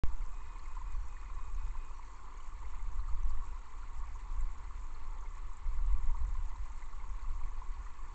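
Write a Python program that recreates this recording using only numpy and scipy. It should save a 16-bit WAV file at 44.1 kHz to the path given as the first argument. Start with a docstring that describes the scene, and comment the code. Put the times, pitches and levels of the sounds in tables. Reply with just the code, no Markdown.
"""A trail camera on the bank of a shallow stream. Its microphone switches on with a pop.
From then on, water runs over stones: countless small bubbles on a smooth wash, hollow and nasal
through the plastic case, with plops and spits of spray close by. Moving air rumbles on the microphone.
In the first two and a half seconds a faint whine and a few peeps come and go; water and breeze go on."""
import sys
import numpy as np
from scipy import signal
from scipy.fft import rfft, irfft
from scipy.io import wavfile
from scipy.ndimage import uniform_filter1d

SR = 44100
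rng = np.random.default_rng(int(sys.argv[2]) if len(sys.argv) > 2 else 0)


def put_to_file(sound):
    """Save the sound as 16-bit audio at rate SR, in the file named by the first command-line argument."""
    columns = np.atleast_2d(sound).T  # one column per channel
    safe = np.clip(columns, -1, 1)
    whole_steps = np.round(safe * 32767)
    wavfile.write(sys.argv[1], SR, whole_steps.astype(np.int16))


N = 358974


def stream():
    """The body of the stream from the bank: wash, gurgle, babble and fizz, all through the case."""
    gurgle = bubbles(low_hz=303.9, high_hz=1502, per_s=620, cycles=5.37, rise=.022, spread_db=3, clump=.45)
    babble = bubbles(low_hz=1401, high_hz=4980, per_s=1000, cycles=7.1, rise=.047, spread_db=3, clump=.45)
    fizz = bubbles(low_hz=5080, high_hz=8300, per_s=1500, cycles=4.2, rise=.0076, spread_db=4.5, clump=.39)
    hiss = wash(patch_db=1)
    return case(amp(-42.5) * hiss + amp(-56.5) * gurgle + amp(-52) * babble + amp(-48.5) * fizz)


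def wash(patch_db, size=512):
    """Riffles far from the microphone merge into a hiss with drifting patches."""
    frames = dict(nperseg=size, noverlap=size * 3 // 4)
    spectrum = signal.stft(rng.standard_normal(N), **frames)[2]
    patches = uniform_filter1d(rng.standard_normal(spectrum.shape), size=7, axis=0)  # across frequency
    patches = unit_rms(uniform_filter1d(patches, size=16, axis=1))  # across time
    return unit_rms(signal.istft(spectrum * amp(patch_db * patches), **frames)[1][:N])


def bubbles(low_hz, high_hz, per_s, cycles, rise, spread_db, clump, sizes=28):
    """Bubbles of many sizes, born in clumps where the water folds over; most are faint, a few loud."""
    out = np.zeros(N)
    folding = np.exp(clump * wander(top_hz=14))
    chance = per_s / sizes / SR * folding / folding.mean()
    for hz in np.geomspace(low_hz, high_hz, sizes):
        strength = amp(spread_db * np.minimum(rng.exponential(1, N), 4.5))
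        births = strength * np.sign(rng.random(N) - .5) * (rng.random(N) < chance)
        ring = bubble(hz, cycles * 2 ** rng.uniform(-0.7, 0.46), rise)
        out += np.sqrt(hz) * signal.oaconvolve(births, ring / np.linalg.norm(ring))[:N]
    return unit_rms(out)


def bubble(hz, cycles, rise, size=2400):
    """A trapped air pocket's ring swells and dies, its pitch rising as it nears the surface."""
    age = np.arange(size) / SR * hz / max(cycles, .5)
    turns = np.cumsum(hz * (1 + rise * np.minimum(age, 4))) / SR
    ring = age * np.exp(-2 * age) * np.sin(2 * np.pi * turns)
    return ring / abs(ring).max()


# colour of the case and microphone port: f/Hz, gain/dB
CASE_COLOUR = [(60, -14.5), (170, -9.5), (260, -9), (420, -12.5), (620, -15.5), (780, -13), (1400, -12.5),
               (1650, -20.5), (2300, -16), (3100, -25), (4400, -25.5), (5050, -31.5), (7600, -25),
               (8500, -36.5)]
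# air resonances of the case and the hollows between them: f/Hz, width/Hz, gain/dB
CASE_RESONANCES = [(781.5, 23, -10.5), (948, 313, 9), (1116, 189, 9.5), (1570, 210, -1), (1734, 130, 7.5),
                   (2010, 120, 6.5), (3022, 24, 3.5), (4680, 470, 3.5), (4800, 250, -6), (6800, 420, 4),
                   (7540, 180, 4)]

def case(x, size=16384):
    """The plastic case around the microphone rings at its air resonances."""
    hz = np.fft.rfftfreq(size, 1 / SR)
    resonances_db = sum(db / (1 + (2 * (hz - f) / width) ** 2) for f, width, db in CASE_RESONANCES)
    gain_db = spectrum_at(CASE_COLOUR, hz) + resonances_db
    log_gain = np.log(amp(np.r_[gain_db, gain_db[-2:0:-1]]))
    response = np.fft.ifft(np.exp(np.conj(signal.hilbert(log_gain)))).real  # minimum phase
    return signal.oaconvolve(x, response[:size // 2])[:N]


# the loudest bubbles, close to the bank: t/s, f/Hz, peak level/dB
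NEAR_BUBBLES = [(.562, 2200, -56), (.593, 4260, -58), (0.768, 1010, -44), (.814, 994, -47),
                (1.167, 1870, -49), (1.3, 1080, -45), (1.387, 1060, -44), (1.752, 994, -45.5),
                (2.398, 1050, -50), (2.405, 2940, -58), (2.65, 2040, -54), (2.993, 1120, -43.5),
                (3.001, 4100, -61), (3.087, 1170, -44), (3.305, 4420, -59), (3.306, 1120, -46.5),
                (3.349, 1145, -47), (3.831, 1360, -50), (4.156, 1066, -46), (4.408, 7380, -49.5),
                (4.708, 1135, -44), (4.947, 4230, -59), (5.516, 1120, -47), (6.353, 1070, -44),
                (6.556, 1000, -48), (6.655, 1050, -52), (6.823, 2010, -50), (6.999, 2130, -55),
                (7.038, 1054, -48), (7.435, 2300, -54), (7.617, 990, -43.5)]

def plops():
    """The bubbles nearest the microphone stand out of the babble."""
    out = np.zeros(N)
    for s, hz, db in NEAR_BUBBLES:
        add(out, s, plop(hz, db))
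    return out


def plop(hz, db):
    """One bubble at close range; the smaller it is, the more cycles it rings."""
    return amp(db) * bubble(hz, cycles=4.4 * (hz / 1000) ** 0.26, rise=0.004)


# fainter bubbles, in families of size: f/Hz, mean rate/(1/s), typical peak level/dB
BUBBLE_FAMILIES = [(1080, 2.5, -53.5), (2000, 1.6, -57), (4200, 2.2, -64.5), (6700, 0.81, -55)]

def trickle(spread_octaves=0.087, spread_db=1.7, count=60):
    """Water slipping between the near stones lets go single bubbles at random moments."""
    out = np.zeros(N)
    for hz, per_s, db in BUBBLE_FAMILIES:
        times = np.cumsum(rng.exponential(1, count)) / per_s
        for s, (pitch, strength) in zip(times, rng.standard_normal((count, 2))):
            add(out, s, plop(hz * 2 ** (spread_octaves * pitch), db + spread_db * strength))
    return out


# spray thrown off the stones: t/s, peak level of the first droplet/dB
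SPRAY = [(.5848, -49), (0.681, -52), (0.9224, -52), (1.028, -58), (1.343, -52), (3.4735, -61),
         (3.9877, -55), (4.0701, -58), (4.1935, -52), (5.8638, -49.5), (6.2707, -56)]

def splashes(scatter_s=0.011, fade_db=5, count=5):
    """Each splash falls back as a few tiny droplets, the first one loudest."""
    out = np.zeros(N)
    for (s, db), drops in zip(SPRAY, rng.random((len(SPRAY), count, 2))):
        for k, (delay, pitch) in enumerate(drops):
            drop = bubble(hz=6500 + 1800 * pitch, cycles=1.3, rise=0.006)
            add(out, s + scatter_s * delay * (k > 0), amp(db - fade_db * k) * drop)
    return out


def banks(x, wet_db, t60_s=0.017, size=4000):
    """Stones and mossy banks around the camera scatter each sound into a very short tail."""
    t = np.arange(size) / SR
    echoes = rng.standard_normal(size) * (rng.random(size) < .05)
    echoes *= (t > .002) * amp(-60 * t / t60_s)
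    return x + amp(wet_db) * signal.oaconvolve(x, echoes / np.linalg.norm(echoes))[:N]


# strength of the breeze at the microphone: t/s, relative level/dB
GUSTS = [(0.15, -38), (0.5, -48), (0.96, -39.5), (1.16, -47.5), (1.62, -38.5), (2.14, -51.5), (3.32, -32.5),
         (3.61, -49.5), (4.07, -41), (4.24, -49), (4.41, -33), (4.55, -46.5), (5.1, -42), (5.39, -46.5),
         (5.45, -41.5), (5.57, -48), (5.65, -37.5), (6.0, -31.5), (6.2, -36.5), (6.37, -37.5), (6.74, -45),
         (7.44, -38), (7.49, -42), (8.1, -46.5)]
# spectrum of the eddies at the port: f/Hz, relative density/dB
EDDY_SPECTRUM = [(3, -7.5), (8, -0.5), (17, -0.5), (38, -9), (50, -12.5), (65, -21.5), (100, -30.5),
                 (140, -42), (250, -77.5), (600, -100)]

def wind(gain_db=6.5, top_hz=112, buffet_db=0.5):
    """Slow eddies buffet the microphone port; gusts grow louder but stay deep."""
    hz = np.fft.rfftfreq(N, 1 / SR)
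    eddies = irfft(rfft(rng.standard_normal(N)) * amp(spectrum_at(EDDY_SPECTRUM, hz)), N)
    eddies /= np.sqrt(uniform_filter1d(eddies ** 2, size=8000))  # steadied, so the gusts set the level
    gust_db = np.interp(np.arange(N) / SR, *np.transpose(GUSTS)) + buffet_db * wander(top_hz=9)
    lowpass = signal.butter(4, top_hz, fs=SR, output="sos")
    return signal.sosfilt(lowpass, amp(gain_db + gust_db) * eddies)


MIC_ON_S = .0363

def switch_on(step_db=-23, rise_s=.00005, settle_s=0.14, thump_db=-16, swell_s=0.0043, sag_s=0.012):
    """The microphone's supply jumps, overshoots and settles: a tick and a soft thump."""
    t = np.maximum(np.arange(N) / SR - MIC_ON_S, 0)
    step = amp(step_db) * (1 - np.exp(-t / rise_s)) * np.exp(-t / settle_s)
    thump = amp(thump_db) * (1 - np.exp(-(t / swell_s) ** 2)) * np.exp(-t / sag_s)
    return step + thump


# pulses of the whine: t/s, length/s, starting f/Hz
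WHINE_PULSES = [(.32, 0.095, 2510), (.405, .115, 2510), (.51, 0.075, 2475), (.63, 0.15, 2508),
                (.835, 0.14, 2480), (1.06, .25, 2500), (1.355, .155, 2510), (1.56, 0.16, 2525),
                (1.75, .17, 2510)]
# their partials: frequency ratio, relative level/dB
WHINE_TIMBRE = [(1, 0), (1.5, -14), (2, -19), (3, -10)]

def whine():
    """A thin whine, perhaps the camera's electronics; each pulse sags in pitch."""
    return faint_tones(WHINE_PULSES, WHINE_TIMBRE, db=-70, sag_hz_per_s=170)


# high peeps: t/s, length/s, f/Hz
PEEP_NOTES = [(.935, .044, 5870), (1.019, .045, 5780), (1.942, .06, 5830), (2.05, 0.034, 6025),
              (2.42, .03, 6060)]
# their partials: frequency ratio, relative level/dB
PEEP_TIMBRE = [(1, 0), (.75, -1)]

def peeps():
    """Tiny two-tone peeps far below the water's level, perhaps also from the electronics."""
    return faint_tones(PEEP_NOTES, PEEP_TIMBRE, db=-75.5)


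def faint_tones(notes, partials, db, sag_hz_per_s=0):
    """Equally loud, soft-edged tones, slightly unsteady in pitch."""
    out = np.zeros(N)
    waver = 1 + 0.0018 * wander(top_hz=40)
    for s, length, start_hz in notes:
        hz = start_hz - sag_hz_per_s * np.arange(round(length * SR)) / SR
        turns = np.cumsum(hz * waver[round(s * SR):][:len(hz)]) / SR
        tone = sum(amp(partial_db) * np.sin(2 * np.pi * k * turns) for k, partial_db in partials)
        add(out, s, amp(db) * tone * signal.windows.tukey(len(hz), .25))
    return out


def amp(db):
    """Decibels to gain."""
    return 10 ** (np.asarray(db) / 20)


def unit_rms(x):
    """Scales to rms 1."""
    return x / np.sqrt(np.mean(x ** 2) + 1e-20)


def spectrum_at(points, hz):
    """Interpolates a spectrum on a log-frequency axis."""
    f, db = np.transpose(points)
    return np.interp(np.log(hz + 1), np.log(f + 1), db)


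def add(mix, s, sound):
    """Mixes a sound in at s seconds."""
    part = mix[max(round(s * SR), 0):][:len(sound)]
    part += sound[:len(part)]


def wander(top_hz):
    """Random drift of rms 1, mostly slower than top_hz."""
    hz = np.fft.rfftfreq(N, 1 / SR)
    return unit_rms(irfft(rfft(rng.standard_normal(N)) / (1 + (hz / top_hz) ** 2), N))


def scene():
    """One microphone on the bank hears everything from the moment it is on."""
    mic_on = np.arange(N) / SR > MIC_ON_S
    water = stream() + banks(plops() + trickle() + splashes(), wet_db=-4)
    tones = whine() + peeps()
    return (mic_on * (water + wind() + tones) + switch_on())[None]


def record(dry, notch_hz=626, notch_width_hz=137, edge_hz=8750):
    """The camera's notch filter and its narrow band limit."""
    notched = signal.lfilter(*signal.iirnotch(notch_hz, notch_hz / notch_width_hz, fs=SR), dry)
    lowpass = signal.firwin(201, edge_hz, window=("kaiser", 8), fs=SR)
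    return signal.oaconvolve(notched, lowpass[None], "same")


dry = scene()
out = record(dry)
put_to_file(out)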